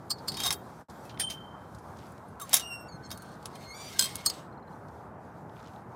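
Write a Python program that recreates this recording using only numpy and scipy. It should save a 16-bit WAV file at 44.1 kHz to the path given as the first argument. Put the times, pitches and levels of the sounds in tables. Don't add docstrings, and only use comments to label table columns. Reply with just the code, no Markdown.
import sys
import numpy as np
from scipy import signal
from scipy.fft import rfft, irfft, next_fast_len
from scipy.io import wavfile
from scipy.ndimage import uniform_filter1d, map_coordinates

SR = 44100
rng = np.random.default_rng(int(sys.argv[2]) if len(sys.argv) > 2 else 0)


def invert_db(level):
    return 10 ** (np.asarray(level, dtype=float) / 20)


def put_to_file(sound):
    columns = np.atleast_2d(sound).T
    safe = np.clip(columns, -1, 1)
    whole_steps = np.round(safe * 32767)
    wavfile.write(sys.argv[1], SR, whole_steps.astype(np.int16))


N = 262452


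def unit(x):
    return x / np.sqrt(np.mean(x ** 2) + 1e-20)


def along(points, hz):
    f, v = np.transpose(points)
    return np.interp(np.log(hz + 1), np.log(f + 1), v)


def curves(rows, t):
    s, *columns = np.transpose(rows)
    return [np.interp(t, s, column) for column in columns]


def span(rows):
    first = round(rows[0][0] * SR)
    last = min(N, round(rows[-1][0] * SR))
    return np.arange(first, last) / SR


def wobble(rate, size=N):
    knots = rng.standard_normal(size + 8)
    return map_coordinates(knots, [np.arange(size) * rate / SR])


def filtered(x, response):
    m = next_fast_len(len(x) + 8192)
    return irfft(rfft(x, m) * response(np.fft.rfftfreq(m, 1 / SR)), m)[:len(x)]


def patchy(x, patchy_db):
    z = signal.stft(x, nperseg=512)[2]
    field = uniform_filter1d(rng.standard_normal(z.shape), size=8, axis=0)
    field = uniform_filter1d(field, size=12, axis=1)
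    return signal.istft(z * invert_db(patchy_db * unit(field)), nperseg=512)[1][:N]


def noise(spectrum, patchy_db):
    white = patchy(rng.standard_normal(N), patchy_db)
    return unit(filtered(white, lambda hz: invert_db(along(spectrum, hz))))


def add(track, s, x):
    part = track[round(s * SR):][:len(x)]
    part += x[:len(part)]


def tone(hz, db, t60, rise):
    t = np.arange(SR * 2 // 3) / SR
    return invert_db(db - 60 * t / t60) * (1 - np.exp(-t / rise)) * np.sin(2 * np.pi * hz * t)


def swell(s, db, build, lose):
    late = np.arange(N) / SR - s
    shape = np.abs(late / np.where(late < 0, build, lose)) ** 1.4
    return invert_db(db - 20 * shape)


def ringing(x, modes):
    def bank(f):
        total = 0
        for k, (centre, width, db) in enumerate(modes):
            damping = 1j * f * width
            total = total + (-1) ** k * invert_db(db) * damping / (centre * centre - f * f + damping)
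        return total

    power = sum(invert_db(2 * db) * np.pi * width / SR for centre, width, db in modes)
    return filtered(x, bank) / np.sqrt(power)


SPLIT_HZ = 6000


def struck(hits, modes, rise, mesh):
    lead_s, lead_rises, lead_db = .009, 3, -22
    t = np.arange(SR // 5) / SR - lead_s
    after = np.maximum(t, 0)
    graze = np.maximum(1 + t / min(lead_s, lead_rises * rise), 0) * (t < rise)
    touch = np.maximum(1 - np.exp(-after / max(rise, .0003)), invert_db(lead_db) * graze)
    crack = 1 + 2.2 * invert_db(-60 * np.abs(t - rise) / 0.0092)
    rattle, drive = np.zeros((2, 2, N))
    for s, db, high_db, t60, ring_db in hits:
        blow = invert_db(db - 11.0 - 60 * after / max(t60, .004)) * touch
        start = s - .0015 - lead_s
        for band, gain in enumerate([1, invert_db(high_db)]):
            add(rattle[band], start, gain * blow * crack)
            add(drive[band], start, gain * invert_db(ring_db) * blow)
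    force = drive * rng.standard_normal((2, N))
    low = [mode for mode in modes if mode[0] < SPLIT_HZ]
    high = [mode for mode in modes if mode[0] >= SPLIT_HZ]
    return np.sum(rattle * mesh, axis=0) + 2 * ringing(force[0], low) + 2 * ringing(force[1], high)


def grit_bursts(rows):
    out, t = np.zeros(N), np.arange(SR // 8) / SR
    for s, db, hz, t60 in rows:
        burst = invert_db(-60 * t / max(t60, .003)) * (1 - np.exp(-t / 0.001057)) * rng.standard_normal(len(t))
        grit = filtered(burst, lambda f: invert_db(-11 * np.log2((f + 1) / hz) ** 2) + .02)
        add(out, s - .001, invert_db(db - 3.0) * grit / np.abs(grit).max())
    return out


# frequency in Hz, density in dB per Hz.
ROAD = [(15, -73), (25, -48.5), (43, -28), (65, -4.5), (113, -0.5), (219, -3), (253, -6.5), (544, -9),
        (840, -6.5), (1500, -15), (2620, -38), (3220, -43.5), (3500, -61.5), (4550, -72), (7700, -120)]
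# time in seconds, level in dB.
TRAFFIC = [(0.0, -46.5), (0.5, -41), (0.68, -45.5), (5.95, -45.5)]


def traffic():
    level_db = curves(TRAFFIC, np.arange(N) / SR)[0] - 1.17 + 0.49 * wobble(7.5)
    return invert_db(level_db) * noise(ROAD, patchy_db=1.35)


# frequency in Hz, density in dB per Hz.
HISS = [(1290, -17.5), (2200, -2), (2930, -10.5), (3060, -7), (3330, -4.5), (6210, -6.5), (13400, -11),
        (15200, -16.5), (16500, -38)]
# time in seconds, level in dB.
GRASS = [(0, -68.5), (1.15, -68), (1.7, -72.5), (4.4, -73), (4.6, -80.5), (5.5, -77.5), (5.95, -73.5)]
# time of the peak in seconds, level in dB, seconds to build 20 dB, seconds to lose 20 dB.
BRUSH = [(1.05, -63.5, .5, 0.15), (1.77, -69, 0.4, 0.7), (2.1, -65, 0.24, 0.1), (3.5, -79, 1.7, -1),
         (4.72, -71, 0.1, -0.24), (4.95, -72.5, 0.2, 0.3), (5.41, -73, 0.44, -0.1), (5.62, -67.5, 0.2, 0.3)]


def rustle():
    power = invert_db(2 * curves(GRASS, np.arange(N) / SR)[0])
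    power = power + sum(swell(*row) ** 2 for row in BRUSH)
    return np.sqrt(power) * invert_db(.6 + 1.2 * wobble(16)) * noise(HISS, patchy_db=1.3)


# frequency in Hz, density in dB per Hz.
CLATTER = [(240, -49.5), (400, -16.5), (711, -14), (2020, -13), (3650, -4), (4000, -4.5), (6490, -1.5),
           (7010, -3.5), (10500, 2), (13500, -8), (15900, -8), (16600, -39.5)]


def loose_mesh():
    grit = noise(CLATTER, patchy_db=3) * invert_db(2.5 * wobble(700))
    low = filtered(grit, lambda f: 1 / (1 + (f / SPLIT_HZ) ** 4))
    return np.array([unit(low), unit(grit - low)])


# time in seconds, peak in dB, treble share in dB, T60 in seconds,
# share in the resonances in dB.
FORK_HITS = [(.1043, -31, -5, 0.034, 19), (.1118, -34.5, -9.5, 0.052, 15), (.184, -50.5, -15, 0.048, 12),
             (.2815, -28.5, -7, 0.052, 13.5), (.3184, -33, -9, 0.061, 2), (.342, -33.5, -13.5, 0.05566, 6),
             (3.5314, -54, -14.5, 0.02848, 2), (4.2605, -20, 1.5, 0.052, 8.5),
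             (4.2985, -26.5, -7, 0.029, 10), (4.3364, -45, -16, 0.084, -1), (4.3794, -46, -18, 0.02396, -5)]
# frequency in Hz, width in Hz, level in dB.
FORK = [(1150, 110, -14), (4030, 70, -10), (4368, 45, 0.5), (4580, 40, -1.5), (4700, 80, -4.5),
        (5027, 170, -4.5), (6550, 73, -9.5), (7400, 72, -3), (8100, 43, -2.5), (8200, 210, -3),
        (9100, 340, -6.5), (11980, 83, -4.5), (12810, 30, -21), (13600, 70, -13), (15000, 360, -15)]


def fork(mesh):
    return struck(FORK_HITS, FORK, .0028, mesh)


# time in seconds, frequency in Hz.
CHIME_HZ = [(.112, 4344), (.445, 716), (.506, 3210), (.53, 3716), (.531, 14590), (1.05, 2600), (1.2, 8775),
            (1.201, 8812), (1.31, 14250), (2.402, 3720), (2.415, 9900), (2.941, 155), (2.997, 125),
            (3.115, 14590), (3.703, 2158), (3.955, 1600), (4.3, 8020), (4.262, 6546), (.392, 3200),
            (3.996, 3182), (4.01, 8247), (4.262, 4339), (2.415, 7440), (.445, 3705), (.104, 4900),
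            (.28, 4930), (.104, 7450), (.276, 7450), (1.2, 3510), (.525, 10300)]
# peak in dB, T60 in seconds.
CHIMES = [(-44, 0.24), (-33.5, 0.18), (-43.5, 0.2), (-54.5, 0.264), (-44, .21), (-58, 0.18), (-28.5, 0.23),
          (-33, 0.23), (-54, .18), (-45, 0.1), (-44, .15), (-24, 0.038), (-35, 0.093), (-48, 0.1772),
          (-39.5, 0.18), (-39, .081), (-49, 0.3413), (-24.5, 0.098), (-34, 0.29), (-37.5, 0.39),
          (-30.5, 0.27), (-22.5, 0.12), (-48, .12), (-31, .2), (-33, .07), (-35, .06), (-38, .08),
          (-37, .08), (-40, 0.16), (-45, .12)]


def chimes():
    out = np.zeros(N)
    for (s, hz), (db, t60) in zip(CHIME_HZ, CHIMES):
        add(out, s, tone(hz, db, t60, rise=.0035))
    return out


# time in seconds, peak in dB, treble share in dB, T60 in seconds,
# share in the resonances in dB.
BAR_RUBS = [(.368, -29.5, -11, 0.088, 1), (.4005, -24, -7.5, .12, -6), (.435, -26, -6.5, 0.11, 1),
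            (.452, -28.5, -4, 0.092, 2.5), (.461, -23.5, -2.5, 0.067, 2.5), (.473, -26, 0, 0.039, 0),
            (.481, -38, -5, 0.026, -14)]
# time in seconds, peak in dB, treble share in dB, T60 in seconds,
# share in the resonances in dB.
BAR_HITS = [(.4035, -27, -10, .02, -10), (.4384, -25, -8, .02, -10), (.373, -36, 0, 0.018, -10),
            (4.1565, -29, 5, 0.028, -14), (4.167, -42, 3.5, .03, -13), (.5068, -15.5, -9, 0.057, -1.5),
            (.5268, -22.5, 1.5, 0.064, -11.5), (2.3994, -44, 7.5, 0.06274, -5), (2.4147, -46, 7.5, 0.09, 5),
            (2.4948, -43.5, 10.5, 0.03246, -8), (2.5319, -16, 0, 0.04538, 1.9),
            (2.5425, -12, 7.5, 0.05953, -8), (2.5544, -21.5, -5, 0.0609, -10),
            (2.5684, -18.5, -1, 0.075, -7.5), (2.5974, -29.5, -2, 0.065, -4), (2.6078, -40, -7, .05, -10.5),
            (3.1055, -38.5, -5, 0.0719, -8.5), (3.1151, -31.5, -1.5, 0.074, -8),
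            (3.176, -41, 2.5, .038, -11), (3.2218, -43.5, 3, 0.05106, -11.5)]
# frequency in Hz, width in Hz, level in dB.
BAR = [(692, 36, -12), (815, 35, -10), (1104, 64, -7.5), (1646, 100, -10.5), (2150, 64, -13),
       (3236, 47, -4), (3740, 40, 3.5), (5425.8, 90, -7), (6310, 40, 0), (7500, 45, -5), (8730, 81, -6.5),
       (9877.2, 68, -6.5), (10610, 50, -3.5), (11910, 60, -11.5), (12640, 65, -11), (13200, 160, -10.5),
       (13600, 50, -5.5), (15187, 110, -10.5)]


def bar(mesh):
    blows = struck(BAR_HITS, BAR, 0.0011, mesh)
    rubs = struck(BAR_RUBS, BAR, .005, mesh)
    return blows + rubs


# frequency in Hz, density in dB per Hz.
RASP = [(1060, -42), (1800, -9), (2120, -6), (2550, -8.5), (3140, -5), (8280, -13), (15500, -23.5),
        (16600, -45)]
# time of most pressure in seconds, level in dB, seconds to build 20 dB,
# seconds to lose 20 dB, share in the resonances in dB.
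SCRAPE = [(.47, -36.5, 0.17, 0.0547, 4.5), (1.305, -44, 0.03, .06, -13), (2.402, -55, 0.01, 0.11, 6),
          (2.53, -56, 0.02, 0.16, 3), (2.565, -32.5, -0.0857, 0.0766, -8), (3.14, -54.5, 0, -0.03, 0),
          (3.42, -67, 0.5, -1.5, -1), (3.64, -50.5, 0.18, 0.03, -7), (3.77, -54.5, 0, 0.47, -10),
          (3.985, -42.5, 0.28, 0.07, -3.5), (4.035, -39.5, 0.0247, 0.2371, -5.5), (4.2, -54, 0.26, .1, -15),
          (3.25, -56.5, 0.06, 0.22, -18), (4.33, -45.5, 0.15, 0.13, -15.5)]


def scrape():
    grains = patchy(rng.standard_normal(N), patchy_db=4) * invert_db(3 * wobble(300))
    steel = unit(ringing(grains, BAR + FORK[1:6]))
    mesh = unit(noise(RASP, patchy_db=1.8) * invert_db(2.2 * wobble(70)))
    out = np.zeros(N)
    for s, db, build, lose, tuned_db in SCRAPE:
        out += swell(s, db - 8, build, lose) * (mesh + invert_db(min(tuned_db, 8)) * steel)
    return out


# time in seconds, peak in dB, centre in Hz, T60 in seconds.
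TICKS = [(0.8982, -42, 5223, 0.078), (1.094, -39, 3080, 0.1034), (1.144, -47, 3120, .013),
         (1.7851, -50, 5360, 0.063), (1.963, -54, 3430, 0.0368), (1.989, -46, 3350, 0.041),
         (3.4274, -46, 4933, 0.021), (4.884, -52, 4720, .03), (5.496, -52.5, 2600, 0.012),
         (5.5915, -46, 2500, 0.015), (5.6033, -47, 2800, 0.011), (5.6284, -48, 5200, .016),
         (5.6554, -48, 3050, .014), (5.6833, -46, 2700, .014), (5.7372, -52, 2400, .012),
         (5.7616, -47, 3300, .014), (2.18, -48.5, 4000, 0.014), (4.2994, -21.5, 4730, .02),
         (3.2, -54, 5000, .03), (3.26, -53.5, 5500, .03), (3.29, -52, 5500, .03), (3.318, -52, 5500, .03),
         (3.34, -49, 5000, .03), (3.354, -49, 5000, .03), (2.452, -50, 6000, .04), (2.51, -54, 3300, .04),
         (2.12, -48, 9000, .03), (1.175, -35, 2300, .012), (1.7476, -44.5, 5600, .05)]


def ticks():
    return grit_bursts(TICKS)


# time in seconds, peak in dB, treble share in dB, T60 in seconds,
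# share in the resonances in dB.
RING_HITS = [
    (1.0515, -52, 1.5, 0.1, -6),
    (1.1971, -27, 3.5, 0.068, 6),
    (1.206, -29, -8, 0.15, -13),
    (1.301, -27, -4.5, 0.12, -15),
    (3.456, -28, -7, 0.051, -21),
    (3.554, -42, -1, 0.049, 1.5),
]
# frequency in Hz, width in Hz, level in dB.
RING = [(1720, 399.3, -8.5), (2470, 200, -9.5), (3120, 45, 3.5), (3550, 33, 1.5), (4020, 81, -3),
        (5036.6, 39.54, -12), (7140, 40, -22), (8900, 30, 4.5), (9430, 60, 6), (10000, 50, -15),
        (12950, 770, -27)]


def ring_blows(mesh):
    return struck(RING_HITS, RING, 0.003426, mesh)


def strokes_of(strokes, tones):
    out = np.zeros(N)
    for s, db in strokes:
        add(out, s, sum(tone(hz, db + level_db, t60, rise=0.0066) for hz, level_db, t60 in tones))
    return out


# frequency in Hz, level in dB, T60 in seconds.
RING_TONES = [(3110, -0.5, 0.72), (3140, -2, 0.69)]
# time in seconds, level in dB.
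RING_STROKES = [
    (1.118, -60),
    (1.213, -31.5),
    (1.309, -46),
]


def ring_chime():
    return strokes_of(RING_STROKES, RING_TONES)


# frequency in Hz, level in dB, T60 in seconds.
TAG_TONES = [(11100, 0, .05), (9500, -4, .045)]
# time in seconds, level in dB.
TAG_STROKES = [
    (1.783, -55.5),
    (2.04, -72),
    (2.178, -64),
    (2.282, -52),
    (2.297, -64),
]


def tags():
    return strokes_of(TAG_STROKES, TAG_TONES)


# start in seconds, length in seconds, peak in dB, centre
# in Hz.
STEPS = [
    (1.969, .11, -52.5, 3460),
    (4.6, .18, -68.5, 2400),
    (5.558, .15, -53.5, 3300),
    (5.7, .12, -66, 3000),
]


def steps(count=20):
    scatter_db, scatter_octaves, t60 = 3.5, .4, .016
    rows = []
    for s, length, db, hz in STEPS:
        when = s + length * (np.arange(count) + rng.random(count)) / count
        size, pitch = rng.standard_normal((2, count))
        rows += zip(when, db + scatter_db * size, hz * 2 ** (scatter_octaves * pitch), [t60] * count)
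    return grit_bursts(rows)


# time in seconds, frequency in Hz, level in dB.
SLIDE = [(2.398, 1500, -44), (2.41, 1330, -46), (2.425, 1150, -38), (2.445, 1090, -43), (2.465, 1060, -61)]


def slide():
    out, t = np.zeros(N), span(SLIDE)
    hz, db = curves(SLIDE, t)
    add(out, t[0], invert_db(db) * np.sin(2 * np.pi * np.cumsum(hz) / SR))
    return out


# start in seconds, length in seconds, first frequency in Hz, last frequency in Hz, level in dB.
WHINE = [
    (2.55, .85, 1279, 1562, -56.5),
    (4.65, .4, 1600, 1353, -63),
]
BEND = [.7, 1.05]


def whine():
    out = np.zeros(N)
    for (s, length, first_hz, last_hz, db), bend in zip(WHINE, BEND):
        u = np.linspace(0, 1, round(length * SR))
        hz = first_hz + (last_hz - first_hz) * np.sin(np.pi / 2 * u) ** bend
        level_db = db + 3.5 - 12 * u + 2.5 * wobble(19, size=len(u))
        add(out, s, invert_db(level_db) * np.sin(2 * np.pi * np.cumsum(hz) / SR))
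    return out


# time in seconds, slip rate in Hz, level in dB.
SQUEALS = [
    [(2.598, 3048, -57), (2.63, 2790, -50), (2.68, 2850, -51.5), (2.705, 2760, -49), (2.735, 2757, -45.5),
     (2.8, 2743, -55), (2.89, 2724, -68.5)],
    [(2.882, 2270, -65), (2.89, 2276, -54), (2.912, 2230, -66), (2.925, 2150, -56), (2.965, 2128, -56),
     (2.98, 2140, -73)],
    [(3.025, 2110, -67), (3.04, 2180, -59.5), (3.065, 2115, -56.5), (3.09, 2190, -61)],
    [(3.09, 2180, -59), (3.3, 2167, -66), (3.365, 2163, -63)],
    [(3.53, 2120, -68), (3.66, 2136, -59.5), (3.715, 2140, -52), (3.732, 2180, -54.5), (3.748, 2303, -53.5),
     (3.81, 2336, -54.5), (3.9, 2360, -55)],
    [(3.9, 2150, -63), (3.93, 2117, -61), (4.16, 2170, -60), (4.19, 2180, -56.5), (4.25, 2180, -63)],
]
OVERTONES = [(3, -3.5, -4.5, -14.5, -12.5, -40), (-16, 0.5, -7.5, -18.5, -28, -31),
             (-10, -1, -7, -16, -28, -35), (-20, -2.5, -14, -10, -30, -35), (-4, 1.5, -6.5, -13, -18, -21),
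             (1.8, -5, -19, -10.5, -32, -14)]
# seconds until every second slip weakens, level in dB of the lines halfway,
# steady jitter as a share of the rate, seconds of rough start.
GRIP = [(.01, -38, .0015, 0.11), (.01, -41, .004, 0.002817), (.01, -7, .012, .003), (.01, -25, .03, .003),
        (.218, -3, 0.0065, 0.164), (.01, -15, .02, .003)]


def hinge():
    dulling = .12
    out = np.zeros(N)
    for rows, overtones, (split, half_db, steady, catch) in zip(SQUEALS, OVERTONES, GRIP):
        t = span(rows)
        since = t - t[0]
        hz, db = curves(rows, t)
        db = db - 30 * np.exp((t - t[-1]) / .004)
        half = invert_db(half_db) * np.minimum(since / split, 1) ** 60
        jitter = steady + .014 * np.exp(-(since / catch) ** 4)
        turn = 2 * np.pi * np.cumsum(hz * (1 + jitter * wobble(800, size=len(t)))) / SR
        for k, level_db in enumerate(overtones):
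            flutter_db = (2 + .7 * k) * wobble(50, size=len(t)) + 1.6 * wobble(300, size=len(t))
            gain = invert_db(db + dulling * k * (db - db.max()) + level_db + flutter_db)
            lines = np.sin((k + 1) * turn) + half * np.sin((k + 3 / 2) * turn)
            add(out, t[0], gain * lines * np.sqrt(2))
    return out


# time in seconds, peak in dB, treble share in dB, T60 in seconds,
# share in the resonances in dB.
FRAME_HITS = [
    (3.9933, -8, 0.5, 0.028, 2),
    (4.0094, -19, -2, 0.04, 2),
    (4.0234, -19, -3.5, 0.05, 0.5),
    (4.0414, -28.5, -1, .07, 3.5),
    (4.056, -31, -5.5, .07, 0.5),
    (4.092, -39.5, -10, .05, -3),
]
# frequency in Hz, width in Hz, level in dB.
FRAME = [(599, 30, -17), (1075, 31, -13.5), (1586, 38, -9), (2588.2, 13, -15.5), (3217, 54, -0.5),
         (3720, 30, -10), (4194, 34, 2), (4511, 29, -5.5), (5000, 96, -2), (6170, 38, -8.5), (7553, 40, -9),
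         (8047.3, 45, -4), (8250, 18, -0.5), (8000, 45, -4.5), (9900, 61, -10.5), (10410, 30, -14),
         (11900, 49, -24), (14500, 60, -8), (15100, 146, -14)]


def frame(mesh):
    return struck(FRAME_HITS, FRAME, 0.0025, mesh)


def bird():
    out = np.zeros(N)
    for k, (pitch, size) in enumerate(rng.standard_normal((5, 2))):
        tick = tone(4150 * (1 + .008 * pitch), -53 + 1.238 * size, t60=0.029, rise=0.0026)
        add(out, 4.525 + k * .0505, tick)
    return out


def scene():
    mesh = loose_mesh()
    surroundings = traffic() + rustle() + whine() + bird()
    gate = fork(mesh) + bar(mesh) + ring_blows(mesh) + frame(mesh)
    friction = scrape() + slide() + hinge()
    small = chimes() + ticks() + ring_chime() + tags() + steps()
    return (surroundings + gate + friction + small)[None]


def low_pass(x):
    return signal.sosfilt(signal.butter(12, 16820, fs=SR, output="sos"), x)


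# time in seconds, gain in dB.
FADE = [
    (.815, 0),
    (.884, -46),
    (.885, -8),
    (.899, 0),
]


def record(dry):
    gain = invert_db(curves(FADE, np.arange(N) / SR)[0])
    return low_pass(dry * gain)


dry = scene()
out = record(dry)
put_to_file(out)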